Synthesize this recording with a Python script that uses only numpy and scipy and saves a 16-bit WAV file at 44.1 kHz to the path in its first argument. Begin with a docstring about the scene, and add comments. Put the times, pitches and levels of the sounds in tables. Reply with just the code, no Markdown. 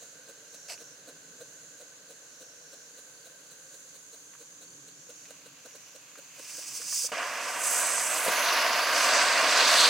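"""Open ground at night, insects shrilling all round: a spinner fountain burns on the ground, mostly to the right.
First a small flame hisses through its tube's resonances, puffs at every flash and spits once.
A fuse of fluttering, crackling gas noise fizzes up and is muffled as it dives into the casing.
The drivers then catch one after another and roar, with soft thumps among them, spraying crackling sparks.
The ground's echo hollows out a few bands; a cricket, rumble and faint hiss lie behind."""
import sys
import numpy as np
from scipy import signal
from scipy.fft import rfft, irfft, next_fast_len
from scipy.io import wavfile
from scipy.ndimage import map_coordinates

SR = 44100
rng = np.random.default_rng(int(sys.argv[2]) if len(sys.argv) > 2 else 0)


def store_pcm(level_fs):
    """Save levels as 16-bit WAV."""
    pcm = np.round(np.clip(level_fs, -1, 1) * 32767).astype(np.int16)
    wavfile.write(sys.argv[1], SR, np.atleast_2d(pcm).T)


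N = 436149

# Source levels are those before the ground's echo and the microphone.
# All spectra are relative, since the noise they shape is brought to rms 1.

# Drivers that catch and burn on. Each row: start in seconds, roar level in dB, rise in seconds.
DRIVER_STARTS = [(7.117, -34, .001), (8.27, -29, 0.019), (8.95, -31.5, .03)]
# Surges of the jets. Each row: centre in seconds, half length in seconds, then boosts in dB
# of the roar, of the nozzle and of the gas hiss.
JET_SURGES = [(7.17, .08, 2.5, -1, 0), (7.86, 0.13, 1.8, 6.5, 1.5), (8.2, .1, 1.6, 7, 0),
              (8.52, 0.14, 2, 5.5, 0), (9.01, 0.056, 0, -0.5, 6.5), (9.18, .06, 2.5, 3, 8),
              (9.64, .15, 1.5, 6, 6), (9.83, 0.083, 1, 11, 3.5)]
# Spectrum of the roar. Each row: frequency in Hz, level in dB per Hz.
ROAR_SPECTRUM = [(25, -51), (80, -36), (160, -28), (280, -12.5), (450, -7), (650, 2), (1000, 2.5),
                 (1600, 1), (2500, -3), (3200, -10), (4200, -21), (9000, -39), (15500, -33)]
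# Spectrum of the nozzle resonance. Each row: frequency in Hz, level in dB per Hz.
NOZZLE_SPECTRUM = [(100, -60), (1500, -48), (2600, -12), (3300, 2), (4100, 6), (4700, 3), (6000, -22),
                   (10000, -47)]
# Spectrum of the gas hiss. Each row: frequency in Hz, level in dB per Hz.
GAS_SPECTRUM = [(300, -60), (3500, -27), (4400, -6), (4800, 1.5), (5600, 1.5), (6400, 0), (7100, -3),
                (8200, -14), (12000, -42)]
IGNITION_S, BUILD_DB_PER_S = 7.118, 2  # each driver roars louder as its pressure builds
# Levels at the first driver's thrust, and dB gained per dB of thrust
NOZZLE_DB, NOZZLE_FOLLOWS, GAS_DB, GAS_FOLLOWS = -53, 1.88, -43.8, 0.86
# The second jet's hiss falls in pitch as its nozzle burns wider, then settles
SWEEP_START_S, SWEEP_RISE_S, SWEEP_DB = 8.3, .04, -38
SWEEP_FROM_HZ, SWEEP_FALL_HZ_PER_S, SWEEP_TO_HZ = 6900, 5500, 4740
SWEEP_HALF_WIDTH_HZ = 450  # to 6 dB down

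# Showers of sparks. Each row: start in seconds, length in seconds, sizzle level in dB before it thins out.
SPARK_SHOWERS = [(7.4, 0.28, -44), (7.63, 0.65, -28), (8.947, 0.56, -35), (9.46, 0.57, -36.5),
                 (9.73, 0.18, -29)]
# Spectrum of the sizzle. Each row: frequency in Hz, level in dB per Hz.
SPARK_SPECTRUM = [(300, -60), (4500, -25), (6000, -2), (7000, -1), (8200, 2), (9500, -6.5), (10600, -10.5),
                  (13000, -39)]
# The finest sparks, the top treble. Each row: time in seconds, level in dB before a 4 dB lift.
SPRAY_LEVELS = [(7.2, -60.5), (7.57, -53.5), (7.7, -39.5), (7.97, -47), (8.24, -40.5), (8.74, -48.5),
                (9.06, -44.5), (9.13, -53), (9.54, -51.5), (9.77, -40.5), (9.87, -45)]
# Spectrum of the finest sparks. Each row: frequency in Hz, level in dB per Hz.
SPRAY_SPECTRUM = [(7000, -26), (9500, 3), (10500, -1.5), (13000, -3.5), (14700, -9), (16000, -9)]
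# A shower flares up, thins out and ends, over a faint steady sizzle
SHOWER_ATTACK_S, SHOWER_SAG_DB_PER_S, SHOWER_RELEASE_S, SIZZLE_DB = 0.061, 8.5, 0.093, -50.5

# Soft low thumps among the jets. Each row: time in seconds, level in dB before a 1.5 dB cut,
# 60 dB decay in seconds.
LOW_THUMPS = [(7.118, -34, 0.17), (8.263, -27, 0.18), (8.279, -32, 0.13), (9.124, -32.5, 0.09)]
# Short dull cracks and knocks. Each row: start in seconds, peak in dB, pitch in Hz.
DULL_CRACKS = [(0.697, -35, 2420), (0.725, -42, 2170), (0.777, -41.5, 2140), (4.335, -45, 1500),
               (4.351, -43, 1240), (5.254, -44, 2520), (6.155, -38, 1490), (6.816, -34.5, 1500),
               (6.925, -33, 1110), (6.962, -43, 2050), (7.09, -35.5, 923), (8.759, -15, 988)]
# Single sparks. Each row: start in seconds, peak in dB before the air dulls it.
SPARK_SNAPS = [(.699, -25), (.7215, -28), (7.3, -26), (7.797, -21)]
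SNAP_TOP_HZ = 9000  # the air dulls a snap above this

# Sputters of the fuse. Each row: centre in seconds, half length in seconds, boost in dB.
FUSE_SPUTTERS = [(6.56, 0.075, 4.5), (6.68, .015, 6), (6.76, .025, 7), (6.98, 0.087, 8)]
# Spectrum of the fuse. Each row: frequency in Hz, level in dB per Hz.
FUSE_SPECTRUM = [(300, -58), (3000, -22), (4300, -15), (4800, -2.5), (6200, -1), (8200, -5.5), (9600, -7),
                 (11500, -20.5), (13000, -22), (14800, -14), (16000, -18)]
# Spectrum of the smouldering casing. Each row: frequency in Hz, level in dB per Hz.
SMOULDER_SPECTRUM = [(300, -20), (600, -4.5), (1100, -2), (1900, -2), (2600, 3), (3400, -6.5), (4500, -3.5),
                     (8000, -14.5)]
# The fuse fizzes ever louder, until the casing muffles it
FUSE_START_S, FUSE_RISE_S, FUSE_END_S = 6.382, 0.029, 7.076
FUSE_DB, FUSE_GROWS_DB_PER_S, MUFFLE_DB = -50, 22, -15.5
# The casing smoulders faintly at first, and more once the fuse is alight
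SMOULDER_START_S, SMOULDER_DB, SMOULDER_LIT_DB = 5.1, -59.5, -51.5

# Resonances of the flame's tube. Each row: centre in Hz, width in Hz, level in dB.
TUBE_MODES = [(503, 145, 2), (1530, 164, 0.5), (2600, 460, -15.5), (4010, 450, -7.5)]
# Flashes of the flame. Each row: time in seconds, puff level in dB.
FLAME_FLASHES = [(0.024, -52), (0.293, -48), (0.544, -52), (0.813, -51), (1.087, -46.5), (1.412, -49.5),
                 (1.812, -53.5), (2.107, -51), (2.415, -50), (2.734, -54), (2.985, -55), (3.262, -56),
                 (3.518, -59), (3.742, -56), (3.954, -60), (4.141, -54.5), (4.412, -53.5), (4.624, -53.5),
                 (4.884, -59), (5.099, -51.5), (5.307, -47), (5.462, -49.5), (5.658, -46.5), (5.754, -49),
                 (5.956, -49.5), (6.185, -45), (6.395, -47.5), (6.588, -47), (6.804, -50.5), (7.046, -44.5)]
# Spectrum of a puff. Each row: frequency in Hz, level in dB per Hz.
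PUFF_SPECTRUM = [(50, -44), (150, -33), (300, -8.5), (400, -13), (480, 1.5), (580, -5), (700, -12),
                 (1000, -25), (1550, -12), (2000, -35), (4000, -34.5)]
# Spectrum of a flash's fizz. Each row: frequency in Hz, level in dB per Hz.
FIZZ_SPECTRUM = [(100, -40), (1000, -4), (3300, -4.5), (4100, 8.5), (5000, -10), (6500, 2), (8000, 0),
                 (9300, 1), (12000, -14), (16000, -5.5)]
# Spurts within the spit. Each row: centre in seconds, half length in seconds, boost in dB.
SPIT_SPURTS = [(.696, .012, 2.5), (.724, .006, 4)]
# Spectrum of the spit. Each row: frequency in Hz, level in dB per Hz.
SPIT_SPECTRUM = [(100, -36), (300, -15), (700, 8), (1300, -6), (2600, 2.5), (3500, -11), (4500, 6.5),
                 (8000, 0.5), (16000, -20)]
# The flame burns down slowly and sinks once
FLAME_DB, FLAME_SAG_DB_PER_S, FLAME_SINKS_S, FLAME_SINK_DB = -57, 0.7, 3.93, 3.5
# The spit is a short rush of gas
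SPIT_START_S, SPIT_HOLD_S, SPIT_RELEASE_S, SPIT_DB = .683, 0.064, .012, -41.5
# Fizz of an average flash, and the dB it gains per dB of puff
FIZZ_DB, FIZZ_FOLLOWS = -52.5, 0.13

# Bands the ground's echo cancels. Each row: centre in Hz, width in Hz, depth from 0 to 1.
GROUND_NOTCHES = [(374.6, 86, 0.76), (829, 156, 1), (1302, 143, 0.37), (1844, 230, 0.26)]
# Echoes of nearby things. Each row: delay in seconds, strength (negative is inverted).
SIDE_ECHOES = [(.0009, 0.074), (.00172, -0.4), (.0043, .5), (.0068, 0.37)]
# Side echoes against the direct sound. Each row: frequency in Hz, level in dB before each echo's strength.
ECHO_SPECTRUM = [(100, -26), (500, -26), (1000, -25), (2000, -12), (4000, -13.5), (8000, -6), (16000, -16)]
# How the firework leans in the stereo image. Each row: frequency in Hz, left minus right in dB.
STEREO_LEAN = [(300, -1), (1000, 0.4), (2400, -4), (4400, 0.5), (8000, -3.5), (15000, 0)]

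# Bouts of one nearer insect. Each row: start in seconds, end in seconds, level in dB.
TRILL_BOUTS = [(0.483, 0.952, -57.5), (2.3, 2.89, -60), (4.95, 5.3, -62), (5.62, 5.99, -61)]
# Spectrum of the nearer insect. Each row: frequency in Hz, level in dB per Hz.
TRILL_SPECTRUM = [(4800, -37), (5450, -3), (5900, 0), (6400, -6), (7200, -31)]
# Spectrum of the chorus. Each row: frequency in Hz, level in dB per Hz.
CHORUS_SPECTRUM = [(4000, -39), (5500, -22), (6100, -2), (6600, 0), (7300, -3), (8000, -15.5), (9500, -15),
                   (12000, -25)]
# Spectrum of the high buzz. Each row: frequency in Hz, level in dB per Hz.
BUZZ_SPECTRUM = [(6500, -30), (8500, -5), (9700, 1), (11000, -11), (14000, -8), (16000, -14)]
CHORUS_DB, CHORUS_WAVER_DB = -54.5, 1.35
BUZZ_START_S, BUZZ_END_S, BUZZ_DB = 2.9, 4.44, -67
# The faint cricket: a chirp is a few wing strokes, each falling in pitch
CRICKET_START_S, CRICKET_END_S, CRICKET_DB = 2.65, 5.5, -73
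CHIRP_EVERY_S, CHIRP_LENGTH_S, STROKES_PER_S = .249, .095, 35
STROKE_HZ, STROKE_FALL_HZ = 4700, 800

# Slow swells of the distant rumble. Each row: centre in seconds, half length in seconds, boost in dB.
FAR_SWELLS = [(1.3, 0.36, 6), (4.78, 0.22, 7), (5.4, 0.39, 3.5), (6.8, .25, 4.5)]
# Spectrum of the distant rumble. Each row: frequency in Hz, level in dB per Hz.
RUMBLE_SPECTRUM = [(12, -67), (20, -37), (75, -21), (125, -1.5), (146, 2), (172, 0.5), (222, -8.5),
                   (290, 2.5), (370, -10.5), (420, -4.5), (550, -21), (920, -120)]
# Spectrum of the faint hiss. Each row: frequency in Hz, level in dB per Hz.
AIR_SPECTRUM = [(40, -40), (150, -24), (300, -8.5), (500, -4), (800, -1), (1150, 2), (2000, -2.5),
                (3400, -1), (5000, -0.5), (10000, -13), (12000, -13), (16000, -22)]
RUMBLE_DB, AIR_DB = -69, -62.5
TOP_HZ = 15850  # band limit of the camera


def drivers():
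    """The jets roar and hiss, brighter with more thrust; one uneven burn shakes all of their sound."""
    roar_db = thrust()
    gained_db = roar_db - DRIVER_STARTS[0][1]
    roar_surge, nozzle_surge, gas_surge = swells(JET_SURGES)
    nozzle_db = NOZZLE_DB + NOZZLE_FOLLOWS * gained_db + nozzle_surge
    gas_db = GAS_DB + GAS_FOLLOWS * gained_db + gas_surge
    spray_db = curves(SPRAY_LEVELS)[0] + 4
    roar = amp(roar_db + roar_surge) * burning(ROAR_SPECTRUM, rate=500, crackle_db=-15, flutter_db=0.6)
    nozzle = amp(nozzle_db) * burning(NOZZLE_SPECTRUM, rate=250, crackle_db=-8.5, flutter_db=1.1)
    gas = amp(gas_db) * burning(GAS_SPECTRUM, rate=400, crackle_db=-15, flutter_db=1.1)
    sparks = showers() * burning(SPARK_SPECTRUM, rate=710, crackle_db=-17, flutter_db=0.9)
    spray = amp(spray_db) * burning(SPRAY_SPECTRUM, rate=320, crackle_db=-21, flutter_db=1.0)
    shake = amp(0.32 * wobble(28) + 0.51 * wobble(140))
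    return (roar + nozzle + gas + sweep() + sparks + spray) * shake * after(IGNITION_S, .001)


def thrust():
    """The joint roar in dB of all drivers that have caught, each building up from its own start."""
    power = 0
    for s, db, rise in DRIVER_STARTS:
        roar = amp(db + BUILD_DB_PER_S * (clock() - s)) * after(s, rise)
        power = power + roar ** 2
    return 10 * np.log10(power + 1e-20)


def sweep():
    """A narrow band of hiss that glides down once the second jet is alight."""
    fall_hz = SWEEP_FALL_HZ_PER_S * np.maximum(clock() - SWEEP_START_S, 0)
    centre_hz = np.maximum(SWEEP_FROM_HZ - fall_hz, SWEEP_TO_HZ)
    phase = 2 * np.pi * np.cumsum(centre_hz) / SR
    # two slow noises on a cosine and a sine carrier make a band around the moving centre
    a, b = filtered(rng.standard_normal((2, N)), lambda f: 1 / (1 + (f / SWEEP_HALF_WIDTH_HZ) ** 2))
    band = unit(a * np.cos(phase) + b * np.sin(phase))
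    return amp(SWEEP_DB) * after(SWEEP_START_S, SWEEP_RISE_S) * band


def showers():
    """The strength of the sparks' sizzle: showers over a faint steady stream, summed as power."""
    power = amp(SIZZLE_DB) ** 2
    for s, length, db in SPARK_SHOWERS:
        flare = after(s, SHOWER_ATTACK_S) * (1 - after(s + length, SHOWER_RELEASE_S))
        level_db = db - SHOWER_SAG_DB_PER_S * np.maximum(clock() - s, 0)
        power = power + (amp(level_db) * flare) ** 2
    return np.sqrt(power)


def thumps():
    """A low, soft thump of gas: noise that starts sharply and dies away."""
    push = 0
    for s, db, t60 in LOW_THUMPS:
        push = push + amp(db - 1.5 - 60 * np.abs(clock() - s) / t60) * after(s, 0.0022)
    return push * noise([(30, -35), (110, -14), (260, 5.5), (700, 11.0), (2000, -20), (6000, -45)])


def cracks():
    """Short, dull cracks and knocks: decaying noise through a broad resonance."""
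    out, t = np.zeros(N + SR), np.arange(SR // 8) / SR
    f = np.fft.rfftfreq(len(t), 1 / SR)
    for s, db, hz in DULL_CRACKS:
        burst = rng.standard_normal(len(t)) * amp(-60 * t / 0.042)
        crack = irfft(rfft(burst) * resonance(f, hz, 1.2 * hz) ** 2, len(t))
        out[round(s * SR):][:len(t)] += amp(db) * crack / np.abs(crack).max()
    return out[:N]


def snaps():
    """A single spark bursts in about a millisecond."""
    out, t = np.zeros(N), np.arange(SR // 100) / SR
    for s, db in SPARK_SNAPS:
        snap = rng.standard_normal(len(t)) * amp(-60 * t / 0.00092)
        out[round(s * SR):][:len(t)] += amp(db) * snap / np.abs(snap).max()
    return filtered(out, lambda f: 1 / (1 + (f / SNAP_TOP_HZ) ** 2))


def fuse():
    """The fuse fizzes ever louder and sputters, then is muffled at once as it enters the casing."""
    age = np.minimum(clock(), FUSE_END_S) - FUSE_START_S
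    muffle_db = MUFFLE_DB * after(FUSE_END_S, .004)
    level_db = FUSE_DB + FUSE_GROWS_DB_PER_S * age + swells(FUSE_SPUTTERS)[0] + muffle_db
    fizz = burning(FUSE_SPECTRUM, rate=980, crackle_db=-18, flutter_db=0.94)
    fizz = amp(level_db) * after(FUSE_START_S, FUSE_RISE_S) * fizz
    heat = amp(SMOULDER_DB) * after(SMOULDER_START_S, 0.13)
    heat = heat + amp(SMOULDER_LIT_DB) * after(FUSE_START_S + 0.052, 0.19)
    smoulder = heat * burning(SMOULDER_SPECTRUM, rate=300, crackle_db=-11.5, flutter_db=1.3)
    return (fizz + smoulder) * (1 - after(IGNITION_S, 0.013))


def flame():
    """The small flame blows across its tube's resonances and spits once."""
    modes = lambda f: sum(amp(db) * resonance(f, hz, width) for hz, width, db in TUBE_MODES)
    level_db = FLAME_DB - FLAME_SAG_DB_PER_S * clock() - FLAME_SINK_DB * after(FLAME_SINKS_S, .08)
    tube = amp(level_db) * unit(filtered(rng.standard_normal(N), modes))
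    spit = burning(SPIT_SPECTRUM, rate=750, crackle_db=-6.0, flutter_db=3.5)
    spit = amp(SPIT_DB + swells(SPIT_SPURTS)[0]) * spit
    spitting = after(SPIT_START_S, .002) * (1 - after(SPIT_START_S + SPIT_HOLD_S, SPIT_RELEASE_S))
    return tube * (1 - after(IGNITION_S, .1)) + spit * spitting


def flashes():
    """Each flash is a short rush of gas: the tube's lowest resonance puffs, with a fizz on top."""
    puff, fizz, t = np.zeros(N), np.zeros(N), clock()
    average_db = np.mean([db for s, db in FLAME_FLASHES])
    for s, db in FLAME_FLASHES:
        half = np.interp(s, [4.4, 5.3], [.016, .009])  # half length (s): the flashes grow brisker
        rush = 1 / (1 + .5 * ((t - s - .003) / half) ** 2) ** 2
        puff += amp(db) * rush
        fizz += amp(FIZZ_DB + FIZZ_FOLLOWS * (db - average_db)) * rush
    return puff * noise(PUFF_SPECTRUM) + fizz * burning(FIZZ_SPECTRUM, rate=900, crackle_db=-4, flutter_db=0.0)


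def ground(x):
    """The ground's echo cancels a few low bands and ripples the treble; nearby things echo from the sides."""
    def hollow(f):
        cuts = [1 - np.clip(depth, 0, 1) * resonance(f, hz, width) for hz, width, depth in GROUND_NOTCHES]
        return np.prod(cuts, axis=0)

    ripple = lambda f: 1 + 0.044 * f / (f + 1500) * np.exp(-2j * np.pi * f * .00182)
    direct = filtered(x, lambda f: hollow(f) * ripple(f))
    echoes = lambda f: sum(gain * np.exp(-2j * np.pi * f * delay) for delay, gain in SIDE_ECHOES)
    side = filtered(direct, lambda f: amp(along(ECHO_SPECTRUM, f)) * echoes(f))
    # a dense short tail and a fainter longer one, independent left and right
    t = np.arange(SR // 5) / SR
    tails = rng.standard_normal((2, len(t))) * (amp(-60 * t / .035) + amp(-27 - 60 * t / .2))
    field = signal.fftconvolve(direct[None], tails / np.linalg.norm(tails[0]), axes=1)[:, :N]
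    # rough ground scatters mainly the short waves
    rough = filtered(field, lambda f: amp(-6.5) * f / np.hypot(f, 4000))
    return np.array([direct + side, direct - side]) + rough


def insects():
    """A shrill chorus all around, one nearer insect whose wing strokes pulse in bouts, and a brief high buzz."""
    chorus = amp(CHORUS_DB + CHORUS_WAVER_DB * wobble(4.01)) * wide(CHORUS_SPECTRUM, side_db=-2.0)
    bouts = sum(amp(db) * (after(start, 0.062) - after(end, .015)) for start, end, db in TRILL_BOUTS)
    strokes = amp(1.9 * np.sin(2 * np.pi * 57 * clock() + wobble(6.6)))  # 57 a second
    trill = bouts * strokes * wide(TRILL_SPECTRUM, side_db=-3)
    buzzing = after(BUZZ_START_S, .08) - after(BUZZ_END_S, .15)
    buzz = amp(BUZZ_DB) * buzzing * wide(BUZZ_SPECTRUM, side_db=-10)
    return (chorus + buzz + trill) * amp([[-1.3], [1.3]])  # stronger on the right


def cricket():
    """Loosely spaced chirps of a few wing strokes; each stroke glides down in pitch."""
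    in_chirp = (clock() - CRICKET_START_S + .012 * wobble(6)) % CHIRP_EVERY_S
    stroke = (STROKES_PER_S * in_chirp) % 1
    # the wing sounds in the first half of each stroke
    gate = np.sin(np.pi * np.minimum(2 * stroke, 1)) ** 2 * (in_chirp < CHIRP_LENGTH_S)
    pitch_hz = STROKE_HZ - STROKE_FALL_HZ * stroke + 60 * wobble(30)
    tone = np.sin(2 * np.pi * np.cumsum(pitch_hz) / SR)
    singing = after(CRICKET_START_S, .01) - after(CRICKET_END_S, .01)
    return amp(CRICKET_DB) * singing * unit(gate * tone * amp(3 * wobble(12)))


def night():
    """Distant rumble that swells now and then, and a faint even hiss."""
    rumble = amp(RUMBLE_DB + swells(FAR_SWELLS)[0]) * wide(RUMBLE_SPECTRUM, side_db=-26)
    return rumble + amp(AIR_DB) * wide(AIR_SPECTRUM, side_db=2.0)


def burning(spectrum, rate, crackle_db, flutter_db):
    """Gas noise that flutters with the uneven burn, plus tiny grains that burst rate times a second."""
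    gas = rng.standard_normal(N) * amp(flutter_db * (wobble(45) + wobble(260)))
    grains = (rng.random(N) < rate / SR) * rng.laplace(size=N)
    return coloured(unit(gas) + amp(crackle_db) * unit(grains), spectrum)


def wide(spectrum, side_db):
    """Smooth stereo noise that comes from all around."""
    mid, side = noise(spectrum), amp(side_db) * noise(spectrum)
    return np.array([mid + side, mid - side])


def noise(spectrum):
    """Smooth noise of rms 1."""
    return coloured(rng.standard_normal(N), spectrum)


def coloured(x, spectrum):
    """x given a spectrum, at rms 1."""
    return unit(filtered(x, lambda hz: amp(along(spectrum, hz))))


def resonance(f, hz, width):
    """A causal resonance of gain 1 at its centre."""
    return 1j * f * width / (hz * hz - f * f + 1j * f * width)


def filtered(x, response):
    """x times a complex response of frequency."""
    m = next_fast_len(N + SR // 4, True)
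    return irfft(rfft(x, m) * response(np.fft.rfftfreq(m, 1 / SR)), m)[..., :N]


def swells(rows):
    """Bell-shaped boosts from (s, half length, dB, ..) rows: one curve in dB for each level column."""
    t = clock()
    return sum(np.outer(boosts, np.exp(-((t - s) / half) ** 2)) for s, half, *boosts in rows)


def wobble(rate):
    """A smooth random curve, rate knots a second."""
    return map_coordinates(rng.standard_normal(int(N * rate / SR) + 4), [clock() * rate], order=2)


def after(s, rise):
    """A soft step from 0 to 1, halfway at time s."""
    return .5 + .5 * np.tanh((clock() - s) / rise)


def curves(rows):
    """One value per sample for each column after the time."""
    s, *cols = np.transpose(rows)
    return [np.interp(clock(), s, c) for c in cols]


def along(points, hz):
    """Read (Hz, value) points on a log frequency axis."""
    f, v = np.transpose(points)
    return np.interp(np.log(hz + 1), np.log(f + 1), v)


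def clock():
    """The time of every sample in seconds."""
    return np.arange(N) / SR


def unit(x):
    """Scale to rms 1."""
    return x / np.sqrt(np.mean(x ** 2) + 1e-20)


def amp(db):
    """Decibels to gain."""
    return 10 ** (np.asarray(db) / 20)


def scene():
    """The firework, leaning right in most bands, amid the sounds of the night."""
    firework = ground(flame() + flashes() + fuse() + drivers() + cracks() + snaps() + thumps())
    placed = filtered(firework, lambda hz: amp(np.outer([.5, -.5], along(STEREO_LEAN, hz))))
    return placed + insects() + cricket() + night()


def record(dry):
    """The camera's microphone thins the bass below about 70 Hz; nothing passes above the band limit."""
    return filtered(dry, lambda hz: hz / np.hypot(hz, 70) * (hz < TOP_HZ))


dry = scene()
out = record(dry)
store_pcm(out)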